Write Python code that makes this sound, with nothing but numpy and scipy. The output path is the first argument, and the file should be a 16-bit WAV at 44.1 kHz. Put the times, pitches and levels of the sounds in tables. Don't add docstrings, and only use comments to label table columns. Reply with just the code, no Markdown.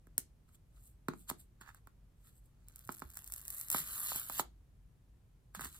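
import sys
import numpy as np
from scipy import signal
from scipy.fft import rfft, irfft
from scipy.io import wavfile
from scipy.ndimage import uniform_filter1d, map_coordinates

SR = 44100
rng = np.random.default_rng(int(sys.argv[2]) if len(sys.argv) > 2 else 0)


def transcribe(signal):
    frames = np.atleast_2d(signal).T
    limited = np.clip(frames, -1, 1)
    pcm = np.round(limited * 32767).astype(np.int16)
    wavfile.write(sys.argv[1], SR, pcm)


N = 255339
TIME = np.arange(N) / SR
FREQS = np.fft.rfftfreq(N, 1 / SR)

# frequency in Hz, relative level in dB per Hz.
ROOM_TONE_SPECTRUM = [(15, -15), (32, -16), (48, 6), (65, -7.5), (120, -8), (200, -19), (320, -26.5),
                      (600, -33), (1500, -40), (5000, -47.5), (10000, -47), (14000, -48.5), (16000, -59)]
ROOM_TONE_DB = -62
# start in seconds, relative energy in dB.
FIBRE_SNAPS = [(0.0702, -44), (0.1802, -1), (1.0844, -23), (1.3005, -11), (1.6127, -35), (1.7469, -34),
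               (1.872, -37), (2.6851, -28), (2.7597, -24), (2.7927, -29), (2.8756, -29), (2.919, -26),
               (2.9233, -22), (2.9486, -26), (2.9951, -26), (3.1026, -28), (3.1717, -17), (3.2439, -24),
               (3.2765, -22), (3.3224, -15), (3.3385, -14), (3.4149, -26), (3.4526, -23), (3.4811, -16),
               (3.5042, -15), (3.6127, -14), (3.6851, -20), (3.7021, -5), (3.7153, -9), (3.7274, -11),
               (4.1604, -13), (4.2982, -19), (4.396, -10), (5.5496, -23), (5.6094, -18)]
SNAP_DECAY_S = .00037
# start in seconds, relative energy of the lid in dB,
# relative energy of the whole box in dB, pitch of the lid under the grip in Hz.
BOX_KNOCKS = [(0.071, -41.5, -27, 1437), (0.1812, -26, -15.5, 1570), (1.0852, -7.5, 2.5, 1194),
              (1.136, -23.5, -17, 1100), (1.3002, -15.5, -22, 1100), (1.3127, -17.5, -9, 1012),
              (1.6109, -37, -28, 1300), (1.7473, -35.5, -45.5, 1390), (1.8731, -30.5, -30, 1205),
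              (2.892, -11.5, -8.5, 1161), (3.0211, -16, -13.5, 1164), (3.173, -30, -50, 1500),
              (3.7468, -6.5, -6, 1072), (4.1191, -15, -27, 1067), (4.1562, -25, -19, 949),
              (4.2988, -16.5, -22.5, 1074), (4.396, -4.5, -24, 1017), (4.3983, -12.5, -9, 1148),
              (5.5497, -20, -48, 1430), (5.5947, -18.5, -16.5, 1356), (5.6105, -20.5, -49, 1352),
              (5.6404, -25.5, -23, 1485), (5.6553, -27.5, -18.5, 1570)]
# multiple of the lid pitch, relative level in dB, T60 in seconds.
LID_MODES = [(.6, -17.5, 0.033), (.76, -1, 0.026), (.93, 14, 0.012), (1.13, 16.5, 0.011),
             (1.45, -3.5, 0.019), (1.95, -5.5, 0.026)]
# frequency in Hz, relative level in dB, T60 in seconds.
BOX_MODES = [(145, -21.5, 0.031), (182, 1, 0.056), (259, 7, 0.029), (347, 2, 0.039), (429, -0.5, 0.029),
             (677, 2.5, 0.011)]
# hardest press in seconds, swell in seconds,
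# fade in seconds, relative hiss in dB, relative drumming of the lid in dB.
FINGER_STROKES = [(0.489, 0.015, .03, -74, -79), (0.553, .04, 0.014, -62, -80),
                  (.77, 0.055, .07, -72.5, -82.5), (.87, 0.11, 0.065, -59.5, -94.5),
                  (1.206, 0.084, 0.071, -59.5, -88), (1.299, 0.014, 0.007, -32.5, -47),
                  (1.402, 0.029, 0.041, -55.5, -81), (1.613, 0.0063, 0.027, -57.5, -56),
                  (1.691, 0.061, 0.027, -67.5, -57.5), (1.77, 0.11, 0.037, -70.5, -77),
                  (2.28, 0.085, .06, -63, -79), (2.38, 0.086, .04, -66.5, -98),
                  (2.46, 0.042, 0.044, -71.5, -101), (5.552, 0.0085, 0.041, -48.5, -54),
                  (5.615, 0.035, 0.035, -47, -57.5), (5.646, 0.043, 0.062, -42.5, -56.5),
                  (5.757, 0.096, 0.081, -53, -70)]
STROKE_EDGE_DB = -19.5
# hardest pull in seconds,
# swell in seconds, fade in seconds, relative hiss in dB.
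SEAL_PULLS = [(2.698, 0.014, 0.14, -70), (2.79, 0.05, 0.076, -65.5), (2.965, .14, 0.1, -53.5),
              (3.191, 0.093, 0.036, -50.5), (3.3, 0.21, 0.087, -58), (3.374, 0.11, 0.072, -48.5),
              (3.53, 0.087, 0.2, -44.5), (3.59, 0.045, 0.092, -44.5)]
PULL_EDGE_DB = -15
# time in seconds, relative hiss in dB, relative rasp in dB.
LONG_RIP = [(3.72, -41, -59), (3.736, -42.5, -52), (3.78, -40.5, -51), (3.842, -53, -63.5),
            (3.954, -47, -58.5), (4.004, -45.5, -65), (4.104, -45, -50.5), (4.14, -48, -56),
            (4.158, -43, -52.5), (4.266, -54.5, -68), (4.38, -46.5, -55), (4.4, -38, -45)]
RIP_STOP_S = 0.0078
# start in seconds, end in seconds.
LOOSENING_SPAN = [3.4, 3.75]
# start in seconds, envelope peak in dB, pitch in Hz.
HAND_BUMPS = [(2.859, -54, 111), (3.045, -50.5, 66.4), (3.801, -51.5, 153), (5.573, -48, 188),
              (5.613, -51.5, 149), (5.656, -53, 71)]

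# frequency in Hz, relative level in dB per Hz.
CRISP_COLOUR = [(200, -31), (1200, -19.5), (2600, -20), (4500, -19), (6000, -12.5), (8300, -4),
                (10000, -5.5), (12000, -4), (15000, -4.5), (17000, -21)]
# frequency in Hz, relative level in dB per Hz.
RASP_COLOUR = [(1200, -46.5), (2200, -8.5), (3000, 1), (4300, 1.5), (5600, -8), (6800, 2.5), (9000, -8.5)]
# frequency in Hz, relative level in dB per Hz.
SKIN_COLOUR = [(3000, -32.5), (6000, -22.5), (7200, -6), (8500, -0.5), (10000, -5.5), (12000, -1.5),
               (15300, -8.5), (16200, -22.5)]
# frequency in Hz, relative level in dB per Hz.
DRUMMING_COLOUR = [(100, -22), (250, -15), (600, -22), (900, -11), (1250, 0), (1750, -6), (2500, -17),
                   (5000, -45)]
# frequency in Hz, relative level in dB per Hz.
HISS_COLOUR = [(3000, -29), (6000, -12), (7200, 1.5), (8500, 3), (9500, 0), (11500, 13), (13000, 2.5),
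               (15200, 9.5), (16000, -34.5), (17000, -29.5)]
# frequency in Hz, relative level in dB per Hz.
HOLLOW_COLOUR = [(80, 1), (170, -5.5), (350, -5), (550, -1.5), (850, -5.5), (1200, 7), (1600, 3.5),
                 (2000, -0.5), (2700, -20.5), (5000, -33.5)]

# frequency in Hz, phase in radians.
LEFT_LEAD = [(0, 0), (1200, -.4), (3200, -3.14), (16000, 21.6)]
# frequency in Hz, left minus right in dB.
LEFT_BALANCE = [(100, -4), (300, -2.5), (600, -7.5), (1100, -10.5), (2000, -3), (4000, -3.5), (8000, 0.05),
                (16000, 0)]
# frequency in Hz, T60 in seconds.
ROOM_DECAY = [(150, 0.38), (1000, 0.14), (4000, 0.23), (9000, 0.15), (16000, 0.087)]
EDGE_HZ = 16800


def amp(db):
    return 10 ** (np.asarray(db) / 20)


def unit(x):
    return x / np.sqrt(np.sum(x ** 2) + 1e-20)


def read(points, hz):
    f, value = np.transpose(points)
    return np.interp(np.log(hz + 1), np.log(f + 1), value)


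def add(track, s, sound):
    part = track[round(s * SR):][:len(sound)]
    part += sound[:len(part)]


def colour(x, spectrum, size=2048):
    hz = abs(np.fft.fftfreq(size, 1 / SR))
    log_gain = np.log(amp(read(spectrum, hz)))
    minimum_phase = np.exp(np.conj(signal.hilbert(log_gain)))
    response = np.fft.ifft(minimum_phase).real[:size // 2]
    return signal.oaconvolve(x, unit(response))[:len(x)]


def room_tone():
    z = rfft(rng.standard_normal((3, N)))
    same = read([(40, .985), (110, .94), (300, .7), (900, .15)], FREQS)
    mixed = np.sqrt(same) * z[0] + np.sqrt(1 - same) * z[1:]
    tone = irfft(mixed * amp(read(ROOM_TONE_SPECTRUM, FREQS)), N)
    return amp(ROOM_TONE_DB) * tone / tone.std()


def snaps(gain_db, size=1024):
    out, t = np.zeros(N), np.arange(size) / SR
    lead_in = 16
    flutter = amp(-26) * np.exp(-t / .003)
    envelope = np.exp(-t / SNAP_DECAY_S) + flutter
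    for s, db in FIBRE_SNAPS:
        z = rfft(envelope * rng.standard_normal(size))
        even = z / np.sqrt(uniform_filter1d(abs(z) ** 2, size=24))
        burst = np.roll(irfft(even), lead_in)
        add(out, s - lead_in / SR, amp(db + gain_db) * unit(colour(burst, CRISP_COLOUR)))
    return out


def ring(modes, t, pitch):
    return sum(amp(db - 60 * t / t60) * np.sin(2 * np.pi * f * pitch * t) for f, db, t60 in modes)


def bending(x, delay_s):
    phase = 4 * np.pi * delay_s * np.sqrt(FREQS * 1000)
    return irfft(rfft(x) * np.exp(-1j * (phase - 2 * np.pi * FREQS * delay_s)), N)


def knocks(lid_db, box_db, crack_db, box_lag_s, soft_hz, lid_low_hz, box_low_hz):
    body, cracks, t = np.zeros(N), np.zeros(N), np.arange(5000) / SR
    lid_band = signal.butter(2, [lid_low_hz, soft_hz], "bandpass", fs=SR, output="sos")
    box_band = signal.butter(2, [box_low_hz, soft_hz], "bandpass", fs=SR, output="sos")
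    box_ring = unit(signal.sosfilt(box_band, ring(BOX_MODES, t, 0.99)))
    for s, lid, box, hz in BOX_KNOCKS:
        lid_ring = unit(signal.sosfilt(lid_band, ring(LID_MODES, t, hz)))
        crack = unit(np.exp(-t / 0.0027) * rng.standard_normal(len(t)))
        add(body, s, amp(lid + lid_db) * lid_ring)
        add(body, s + box_lag_s, -amp(box + box_db) * box_ring)
        add(cracks, s, amp(lid + crack_db) * crack)
    return bending(body, delay_s=.0016) + colour(cracks, RASP_COLOUR)


def swell(s, rise_s, fall_s, edge_db):
    away = np.maximum((s - TIME) / rise_s, (TIME - s) / fall_s)
    return amp(edge_db * np.minimum(away, 8))


def grains(per_s, spread_db, smooth, order=700):
    struck = rng.exponential(1, N)
    sizes = amp(spread_db * np.minimum(struck, 4)) * (rng.random(N) < per_s / SR)
    power = signal.lfilter([1], [1, -np.exp(-1 / (.00016 * SR))], sizes ** 2)
    power /= abs(uniform_filter1d(uniform_filter1d(power, order), order)) + 1e-9
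    smooth = np.clip(smooth, 0, 1)
    return np.sqrt(smooth + (1 - smooth) * power) * rng.standard_normal((3, N))


def slides(hiss_db, rasp_db, hollow_db):
    hiss, hollow = np.zeros((2, N))
    for s, rise, fall, skin_db, drum_db in FINGER_STROKES:
        press = swell(s, rise, fall, STROKE_EDGE_DB)
        hiss = np.hypot(hiss, amp(skin_db) * press)
        hollow = np.hypot(hollow, amp(drum_db) * press)
    rasp = np.sqrt(hiss * hollow)
    skin_grain, rasp_grain, _ = grains(2500, spread_db=4.5, smooth=0.3)
    slips = grains(490, spread_db=-5.5, smooth=0.21)[0]
    skin = amp(hiss_db) * colour(skin_grain * hiss, SKIN_COLOUR)
    scrape = amp(rasp_db) * colour(rasp_grain * rasp, RASP_COLOUR)
    drumming = amp(hollow_db) * colour(slips * hollow, DRUMMING_COLOUR)
    return skin + scrape + drumming


def picked_to_running(picked, running):
    return np.interp(TIME, LOOSENING_SPAN, [picked, running])


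def peel_effort(rip_db):
    s, *levels = np.transpose(LONG_RIP)
    outside = np.clip(np.maximum(s[0] - TIME, TIME - s[-1]) / RIP_STOP_S, 0, 20)
    rip, rip_rasp = (amp(rip_db + np.interp(TIME, s, db)) * np.exp(-outside) for db in levels)
    pull_power = np.zeros(N)
    for at, rise, fall, level in SEAL_PULLS:
        pull_power += (amp(level) * swell(at, rise, fall, PULL_EDGE_DB)) ** 2
    return np.sqrt(pull_power), rip, rip_rasp


def crackle(effort, order=3000):
    per_s, spread_db = picked_to_running(100, 220), picked_to_running(4.5, 3.5)
    struck = rng.exponential(1, N)
    sizes = amp(spread_db * np.minimum(struck, 2.5)) * (rng.random(N) < per_s / SR)
    sizes /= np.sqrt(abs(uniform_filter1d(sizes ** 2, order)) + 1e-4)
    window = signal.windows.hann(14)
    bursts = np.sqrt(signal.lfilter(window / window.sum(), [1], sizes ** 2))
    breaks = effort * bursts * rng.standard_normal(N)
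    running = picked_to_running(0, 1)
    return colour(breaks * (1 - running), CRISP_COLOUR) + colour(breaks * running, HISS_COLOUR)


def peel(hiss_db, pull_hiss_db, fibre_db, pull_rasp_db, rip_rasp_db, pull_hollow_db, rip_hollow_db,
         box_growth):
    pulls, rip, rip_rasp = peel_effort(rip_db=4)
    hiss_grain, rasp_grain, hollow_grain = grains(
        picked_to_running(400, 2200), spread_db=3.5, smooth=picked_to_running(.05, .25))
    hiss = amp(pull_hiss_db) * pulls + amp(hiss_db) * rip
    strain = pulls.max() * (pulls / pulls.max()) ** box_growth
    rasp = amp(pull_rasp_db) * strain + amp(rip_rasp_db) * rip_rasp
    hollow = amp(pull_hollow_db) * strain + amp(rip_hollow_db) * rip
    fibres = crackle(amp(fibre_db) * (pulls + rip))
    paper = colour(hiss_grain * hiss, HISS_COLOUR) + fibres
    card = colour(rasp_grain * rasp, RASP_COLOUR) + colour(hollow_grain * hollow, HOLLOW_COLOUR)
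    return paper + card


def bumps(rise_s):
    out, t = np.zeros(N), np.arange(9000) / SR
    for s, db, hz in HAND_BUMPS:
        u = t / rise_s * hz / 100
        add(out, s, amp(db) * u * np.exp(1 - u) * np.sin(2 * np.pi * hz * t))
    return out


def pair(x):
    lead = np.interp(FREQS, *np.transpose(LEFT_LEAD))
    left = amp(read(LEFT_BALANCE, FREQS) / 2) * np.exp(.5j * lead)
    ports = np.array([left, 1 / left])
    mean_gain = np.sqrt(np.mean(abs(ports) ** 2, 0))
    return irfft(rfft(x) * ports / mean_gain, N)


def off_the_hands(x, share, nearest_s, farthest_s, count=16):
    moments = np.linspace(0, TIME[-1], count)
    paths = rng.uniform(nearest_s, farthest_s, (2, 2, count))
    echoes = np.zeros((2, N))
    for echo, port, hands in zip(echoes, x, paths):
        for delays in hands:
            position = (TIME - np.interp(TIME, moments, delays)) * SR
            echo += map_coordinates(port, [position], order=3)
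    return (x + share * echoes) / np.sqrt(1 + 2 * share ** 2)


def room(x, wet_db, size=22050):
    hz, t, z = signal.stft(rng.standard_normal((2, size)), SR, nperseg=256)
    decay = amp(-60 * t / read(ROOM_DECAY, hz)[:, None])
    tail = signal.istft(z * decay, SR, nperseg=256)[1][:, :size]
    tail *= np.clip(np.arange(size) / SR / .005, 0, 1)
    return signal.fftconvolve(x[None], np.sqrt(2) * amp(wet_db) * unit(tail), axes=1)[:, :N]


def scene():
    paper = peel(hiss_db=-1.5, pull_hiss_db=-2.5, fibre_db=-5.0, pull_rasp_db=-18, rip_rasp_db=2.5,
                 pull_hollow_db=-20, rip_hollow_db=-14.5, box_growth=0.53)
    paper = paper + slides(hiss_db=-2.5, rasp_db=0, hollow_db=4)
    clicks = snaps(gain_db=-1)
    box = knocks(lid_db=-1.0, box_db=-9.5, crack_db=-16, box_lag_s=0.00062,
                 soft_hz=2413, lid_low_hz=486, box_low_hz=152.5)
    near_paper = off_the_hands(pair(paper), share=.33, nearest_s=.0004, farthest_s=.0018)
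    direct = near_paper + pair(clicks + box + bumps(rise_s=0.013))
    reflected = room(paper, wet_db=-14.5) + room(clicks, wet_db=-14.0) + room(box, wet_db=-11.5)
    return direct + reflected + room_tone()


def record(dry):
    low_pass = signal.firwin(511, EDGE_HZ, window=("kaiser", 9), fs=SR)
    return signal.oaconvolve(dry, low_pass[None], "same")


dry = scene()
out = record(dry)
transcribe(out)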